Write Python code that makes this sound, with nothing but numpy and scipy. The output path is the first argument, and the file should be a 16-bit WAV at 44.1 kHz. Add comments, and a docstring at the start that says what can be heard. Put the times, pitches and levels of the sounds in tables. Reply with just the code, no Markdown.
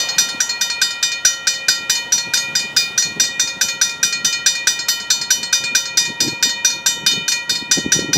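"""Two mechanical level-crossing bells clang out of step in open country, each about 4.6 strokes a second.
Up close, a clacking hammer hits a steel gong and chatters against it; the gong across the road is weaker
and tuned a little apart. A short outdoor echo trails both. Underneath, distant traffic rumbles and tyre
noise fades away, while gusts buffet the microphone more and more towards the end."""
import sys
import numpy as np
from scipy import signal
from scipy.fft import rfft, irfft, next_fast_len
from scipy.io import wavfile
from scipy.ndimage import uniform_filter1d

SR = 44100
rng = np.random.default_rng(int(sys.argv[2]) if len(sys.argv) > 2 else 0)


def put_to_file(sound):
    """Save the sound as 16-bit audio at rate SR, in the file named by the first command-line argument."""
    columns = np.atleast_2d(sound).T  # one column per channel
    safe = np.clip(columns, -1, 1)
    whole_steps = np.round(safe * 32767)
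    wavfile.write(sys.argv[1], SR, whole_steps.astype(np.int16))


N = 360297
T = np.arange(N) / SR

# The tone of distant traffic. Each row: frequency in Hz, relative level in dB.
TRAFFIC_SPECTRUM = [(25, -12), (60, -3), (120, 0), (250, 0), (450, -1), (800, -3.5), (1200, -6), (2000, -9),
                    (2900, -16), (5000, -19), (8000, -30), (15000, -39)]
# The fader ride on the tyres of a car drawing away. Each row: time in seconds, level in dB.
TYRE_LEVELS = [(0, -32), (.25, -37), (.5, -41), (1.4, -45.5), (2.7, -41.5), (4.2, -46.5), (5, -46),
               (8.17, -54)]
# The tone of wind on the microphone. Each row: frequency in Hz, relative level in dB.
WIND_SPECTRUM = [(18, -59), (30, -18), (59, -19), (150, 0.5), (226, -2), (448, -6.5), (717, -23.5),
                 (770, -14), (900, -21), (1170, -34), (1980, -120)]
# The breeze between gusts. Each row: time in seconds, level in dB.
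BREEZE_LEVELS = [(0, -43), (1.3, -58), (2.2, -43.5), (3.1, -42), (3.7, -46.5), (4.8, -48), (6.1, -50),
                 (6.6, -46.5), (7.4, -48), (8.17, -34.5)]
# Gusts on top of the breeze. Each row: peak time in seconds, level in dB, half-width in seconds.
GUST_SWELLS = [(0.173, -38.5, 0.054), (0.838, -39, 0.019), (1.688, -33.5, 0.016), (2.767, -35.5, 0.031),
               (3.163, -38.5, 0.041), (4.255, -32, 0.029), (5.42, -38.5, 0.034), (5.647, -41, 0.047),
               (5.738, -36.5, 0.037), (6.093, -40, 0.17), (6.27, -31, 0.058), (6.457, -35, .04),
               (6.966, -34.5, 0.036), (7.052, -35, 0.11), (7.186, -35.5, 0.039), (7.51, -34.5, .03),
               (7.627, -34, 0.022), (7.785, -27, 0.022), (7.869, -25.5, 0.027), (7.978, -23, .04),
               (8.062, -25, 0.037), (8.165, -29, 0.029)]
# Single eddies thumping the microphone.
# Each row: peak time in seconds, level in dB, pitch in Hz, half-width in seconds.
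EDDY_THUMPS = [(0.349, -24.5, 258, 0.0039), (3.17, -26, 236, 0.0039), (4.245, -28, 207, 0.0064),
               (6.105, -23, 234, 0.0032), (6.25, -22, 282, 0.0052), (6.283, -15.5, 300, 0.0043),
               (6.475, -25, 255, 0.0051), (7.18, -21.5, 190, 0.0073), (7.628, -20.5, 250, 0.0031),
               (7.787, -14.5, 270, 0.0045), (7.864, -6, 260, 0.002), (7.965, -21, 277, 0.0034),
               (7.993, -7, 334, 0.0016), (8.047, -16, 300, 0.0026), (8.095, -19.5, 302, 0.011)]
# The tone of metal crashing on metal. Each row: frequency in Hz, relative level in dB.
CRASH_SPECTRUM = [(200, -24), (1100, -14), (1500, 1.5), (2000, -1.5), (2400, -0.5), (2900, -4.5),
                  (3700, -2.5), (5800, 4.5), (7400, -8), (8100, -7), (8800, -14), (15500, -18.5)]
# The far gong's ring. Each row: frequency in Hz, relative level in dB, 60 dB decay time in seconds.
FAR_GONG_MODES = [(548, -57, 5), (954.2, -48, 4), (1405, -46, 3), (1901, -35, 1.6), (2428, -30, 1.1),
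                  (3636, -30, .3), (4295, -21, .3), (4620, -34, .12), (5000, -23, .14), (5530, -31, .14),
                  (5775, -28, .12), (6562, -26, .24), (7130, -30, .1), (7402, -31, .19), (8285, -41, .18),
                  (9230, -44, .2), (12335, -51, .15), (14640, -45, .15)]
# The far hammer's rhythm. Each row: start in seconds, relative force in dB.
FAR_HITS = [(0.087, 3), (0.287, 0.5), (0.492, 4), (0.699, 4.5), (0.905, -1.5), (1.117, 2), (1.331, -6.5),
            (1.537, -1.5), (1.75, -3), (1.952, 4), (2.178, 4), (2.372, 6), (2.592, 2), (2.807, -5),
            (3.022, 5), (3.238, 3.5), (3.474, 2), (3.684, 5), (3.893, -1.4), (4.124, 4.5), (4.326, 4.5),
            (4.55, 1), (4.79, 3), (4.999, -1.5), (5.213, 3.5), (5.429, 3), (5.638, 4), (5.854, 0),
            (6.051, 0), (6.275, 1), (6.492, 3.5), (6.701, 1), (6.906, -6), (7.113, 2.5), (7.318, 8),
            (7.553, 2), (7.781, -2.5), (7.993, 0.5)]
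# The dry clack of the near hammer and its housing.
# Each row: frequency in Hz, relative level in dB, 60 dB decay time in seconds.
HOUSING_MODES = [(1298, -35, 0.046), (1513, -14.5, 0.039), (1549.5, -10.5, 0.028), (1725, -19, 0.036),
                 (2367, -22, 0.036), (2540, -22.5, 0.036), (2640, -34, 0.047), (3484, -25, 0.086),
                 (3873, -17, 0.031), (4060, -26, 0.048), (4800, -21, 0.093), (5200, -19.5, 0.051),
                 (5740, -17, 0.071), (5790, -18, 0.036), (7120, -21.5, 0.047), (8430, -28.5, 0.081)]
# The near gong's ring. Each row: frequency in Hz, relative level in dB, 60 dB decay time in seconds.
NEAR_GONG_MODES = [(535.5, -50, 5), (936.7, -45, 4.5), (1388.8, -39, 3), (1886.6, -29.5, 2.2),
                   (2433.5, -26.5, 1.4), (3020.2, -28.5, 1.1), (3539, -28, .2), (3654.7, -16, .57),
                   (4331, -16, .33), (4850, -23, .22), (4897, -14, .22), (5066, -18, .18), (5501, -26, .22),
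                   (5830, -9.5, .16), (5994, -19, .24), (6132, -19.5, .3), (6651, -28, .3),
                   (6780, -26, .26), (7517.5, -20, .23), (7585, -29, .33), (7724, -39, .25),
                   (7899, -33, .3), (7978, -37, .3), (8699, -41, .25), (9157, -36, .2), (9388, -34, .26),
                   (10225, -41, .25), (10314, -40, .32), (10783, -38, .35), (11100, -39, .24),
                   (11461, -39, .26), (11886, -31, .14), (12574, -41, .25)]
# The near hammer's rhythm. Each row: start in seconds, relative force in dB,
# brightness (higher favours the modes near 5.8 kHz over 4.9 kHz), clack accent in steps of 0.73 dB.
NEAR_HITS = [(-0.03, 2.5, 1, 19), (0.1824, 1.5, 6, 5), (0.4024, -4, 23, 0.5), (0.6104, -2, -2, -8.5),
             (0.8154, 1.2, -6, 2), (1.027, -1, 0, -4), (1.2495, 1.5, 7, 4.5), (1.47, -0.4, 2, 2),
             (1.6835, 2.5, -3, 4.5), (1.8955, 0.6, 3, 1.5), (2.121, -1.5, 7.5, -6.5), (2.3355, 0.7, 2, -2),
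             (2.552, -2, -4, -8), (2.764, 2.5, -7, -3.5), (2.977, -1.3, 3.5, -5.5), (3.1975, 1.2, 1, -13),
             (3.3951, -1, 6, -5), (3.6106, 0, 28, 4.5), (3.8131, 0.3, 1, 1), (4.0291, 0.5, -2, 3),
             (4.2461, 0, 4, -3.5), (4.4607, 3, -0.5, 4.5), (4.6707, 2, 4.5, 9), (4.8842, 1.6, -2, -9.5),
             (5.1022, -0.5, 7.5, 4), (5.3042, 0.6, 7, 2.5), (5.5267, 1.3, 1, -2.5), (5.7492, 0.3, 3, 7.5),
             (5.9722, 3, -6, -11), (6.2037, 1, -7, -9), (6.4257, 1.7, -4, -3.5), (6.6457, -0.5, 14, -1.5),
             (6.8607, 1, 19, -0.5), (7.0627, 2, -6.5, -4), (7.2788, -3.5, 18, -9), (7.4938, -2, -5, -8),
             (7.7118, 2, 3, 1.5), (7.9193, 1, 5.5, 3), (8.1303, -0.8, -4, -6)]


def undb(db):
    """Decibels to gain."""
    return 10 ** (np.asarray(db) / 20)


def curve(rows):
    """A fader ride: straight lines between points of time in seconds and value."""
    return np.interp(T, *np.transpose(rows))


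def fade(t, t60):
    """Exponential decay, 60 dB down after t60."""
    return np.exp(-np.log(1000) * t / t60)


def noise(spectrum):
    """Noise of rms 1, coloured by points of frequency in Hz and level in dB."""
    hz, db = np.transpose(spectrum)
    size = next_fast_len(N)
    log_bins = np.log(np.maximum(np.fft.rfftfreq(size, 1 / SR), 1))
    gain = undb(np.interp(log_bins, np.log(hz), db))
    coloured = irfft(rfft(rng.standard_normal(N), size) * gain, size)[:N]
    return coloured / coloured.std()


def wander(rate_hz):
    """Smooth random movement with a spread near 1."""
    hold = int(SR / rate_hz)
    steps = np.repeat(rng.standard_normal(N // hold + 1), hold)
    return np.sqrt(2) * uniform_filter1d(uniform_filter1d(steps, hold), hold)[:N]


def road():
    """The bed: far traffic rumbles almost evenly while the tyres of a passing car fade away."""
    traffic = noise(TRAFFIC_SPECTRUM) * undb(-44.5 + 0.41 * wander(rate_hz=1.27))
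    tyres = noise([(60, -20), (300, -4), (850, 8.5), (1400, -2.5), (3000, 2), (12000, -21)])
    return traffic + tyres * undb(curve(TYRE_LEVELS))


def wind():
    """Gusts swell out of a breeze and shed eddies at the microphone: rumble, rush and short thumps."""
    power = undb(curve(BREEZE_LEVELS)) ** 2
    for peak, db, width in GUST_SWELLS:
        power += (undb(db) * np.exp(-((T - peak) / width) ** 2)) ** 2
    flutter_db = 4 * wander(rate_hz=69.88)
    flow = np.sqrt(power) * undb(flutter_db)
    rumble = noise(WIND_SPECTRUM) * flow
    rush = noise([(200, -25), (450, 0), (750, -8), (1300, -26), (2500, -80)])
    rush *= undb(-5.5) * flow ** 1.56  # grows faster than the rumble: strong gusts are brighter
    thumps = np.zeros(N)
    for peak, db, hz, width in EDDY_THUMPS:
        span = np.abs(T - peak) < 4 * width
        t = T[span] - peak
        cycles = hz * t * (1 - 0.041 * t / width) + rng.random()  # the eddy slows as it passes
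        thumps[span] += undb(db) * np.exp(-(t / width) ** 2) * np.sin(2 * np.pi * cycles)
    return rumble + rush + thumps


def outdoor_echo(direct):
    """Road, masts and trees scatter the clangs: the direct sound plus a thin, short tail."""
    t = T[:SR // 2]
    predelay_s = 0.0089
    echo = rng.standard_normal(len(t)) * fade(t, t60=0.28) * (t > predelay_s)
    return direct + undb(-17.5) * signal.fftconvolve(direct, echo / np.linalg.norm(echo))[:N]


def hammer_strokes(hits, lead_in=8):
    """The columns of a hit table, led in by earlier strokes so that the bell is already ringing."""
    rows = np.array(hits, float)
    period = np.mean(np.diff(rows[:, 0]))
    earlier = np.zeros((lead_in, rows.shape[1]))
    earlier[:, 0] = rows[0, 0] - period * np.arange(lead_in, 0, -1)
    times, *columns = np.vstack([earlier, rows]).T
    jitter = .0002 * rng.standard_normal(len(times))  # the hammer is never quite punctual
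    return times + jitter, *columns


def blows(times, sizes):
    """One impulse for each blow that falls in the scene."""
    impulses = np.zeros(N)
    at = np.round(times * SR).astype(int)
    inside = (at >= 0) & (at < N)
    impulses[at[inside]] = sizes[inside]
    return impulses + 1e-18


def ring(times, sizes, hz, t60, rise_s):
    """One mode under a row of blows: each adds to or partly cancels what still rings."""
    pole = -np.log(1000) / t60 + 2j * np.pi * hz
    early = times < 0
    still_ringing = np.sum(sizes[early] * np.exp(-pole * times[early]))
    ringing, _ = signal.lfilter([1], [1, -np.exp(pole / SR)], blows(times, sizes), zi=[still_ringing])
    # the attack: the resonance fills as the blow spreads through the metal
    keep = np.exp(-1 / (rise_s * SR))
    return signal.lfilter([1 - keep], [1, -keep * np.exp(2j * np.pi * hz / SR)], ringing).imag


def strike(modes, times, force_db, scatter_db, rise_s, brightness=0):
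    """Struck metal: the contact point varies, so each mode gets its own share and lag on each blow."""
    body = np.zeros(N)
    for hz, db, t60 in modes:
        # the contact point trades energy between the two strongest groups of modes
        lean = np.interp(hz, [4400, 4900, 5300, 5830, 7000], [0, -.4, 0, .5, .1])
        # short waves on the metal feel a shift of the hammer most
        chance = rng.standard_normal(len(times)) * max(1, (hz / 6500) ** 1.2)
        share_db = np.clip(lean * brightness, -4, 5) + scatter_db * chance
        lag = .0003 * rng.random(len(times))
        body += ring(times + lag, undb(db + force_db + share_db), hz, t60, rise_s)
    return body


def crash(times, force_db, t60):
    """Ringing too dense to have a pitch: a sharp burst and a weak tail scattered by the surroundings."""
    hits = blows(times, undb(force_db))
    burst = signal.lfilter([1], [1, -fade(1 / SR, t60)], hits)
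    tail = signal.lfilter([1], [1, -fade(1 / SR, t60=.25)], hits)
    return noise(CRASH_SPECTRUM) * (burst + undb(-21) * tail)


def overtones(low_hz, high_hz, db, t60, count):
    """Shimmer: a crowd of weak gong modes, unevenly spaced and unevenly strong."""
    pitches = low_hz + (high_hz - low_hz) * (np.arange(count) + rng.random(count)) / count
    levels = db + 3 * rng.standard_normal(count)
    return [(hz, level, t60) for hz, level in zip(pitches, levels)]


def far_bell():
    """The gong across the road, softer and duller, keeps its own pace and drifts against the near one."""
    times, force_db = hammer_strokes(FAR_HITS)
    gong = strike(FAR_GONG_MODES, times, force_db, scatter_db=2.45, rise_s=0.0015)
    lowpass = signal.butter(2, 7000, fs=SR, output="sos")
    dull_crash = signal.sosfilt(lowpass, crash(times, force_db, t60=0.11))
    return undb(-1.5) * gong + undb(-28) * dull_crash


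def near_bell():
    """The hammer clacks in its housing, hits the steel gong and chatters against it once more."""
    times, force_db, brightness, accent = hammer_strokes(NEAR_HITS)
    bite = overtones(3300, 7200, db=-32, t60=0.14, count=7)
    sparkle = overtones(8500, 15600, db=-49, t60=0.26, count=40)
    sustain = overtones(3300, 7400, db=-47, t60=1.0, count=10)
    modes = list(NEAR_GONG_MODES) + bite + sparkle + sustain
    gong = strike(modes, times + .0006, force_db, scatter_db=2.54, rise_s=0.0014, brightness=brightness)
    clack = strike(HOUSING_MODES, times, 0.73 * accent, scatter_db=2.0, rise_s=0.0027)
    chatter_times = times + 0.0074 + 0.00048 * rng.standard_normal(len(times))
    touch_times = np.concatenate([times + 0.00036, chatter_times])
    touch_db = np.concatenate([force_db + 5, force_db])  # the first touch is the harder one
    contact = crash(touch_times, touch_db, t60=0.023)
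    return undb(-1.42) * gong + undb(1.5) * clack + undb(-20) * contact


def scene():
    """The mono mix: both bells with their echo, over the wind and the road."""
    bells = outdoor_echo(near_bell() + far_bell())
    return (bells + wind() + road())[None]


def record(dry):
    """The microphone rounds the loudest clangs a little lopsidedly, thins the bass and cuts the top."""
    ceiling, low_cut_hz, high_cut_hz = .74, 50, 15600
    lopsided = dry + 0.04 * dry ** 2
    rounded = lopsided / (1 + (lopsided / ceiling) ** 4) ** (1 / 4)
    thinned = signal.sosfilt(signal.butter(2, low_cut_hz, "high", fs=SR, output="sos"), rounded)
    return signal.sosfilt(signal.ellip(8, .2, 70, high_cut_hz, fs=SR, output="sos"), thinned)


dry = scene()
out = record(dry)
put_to_file(out)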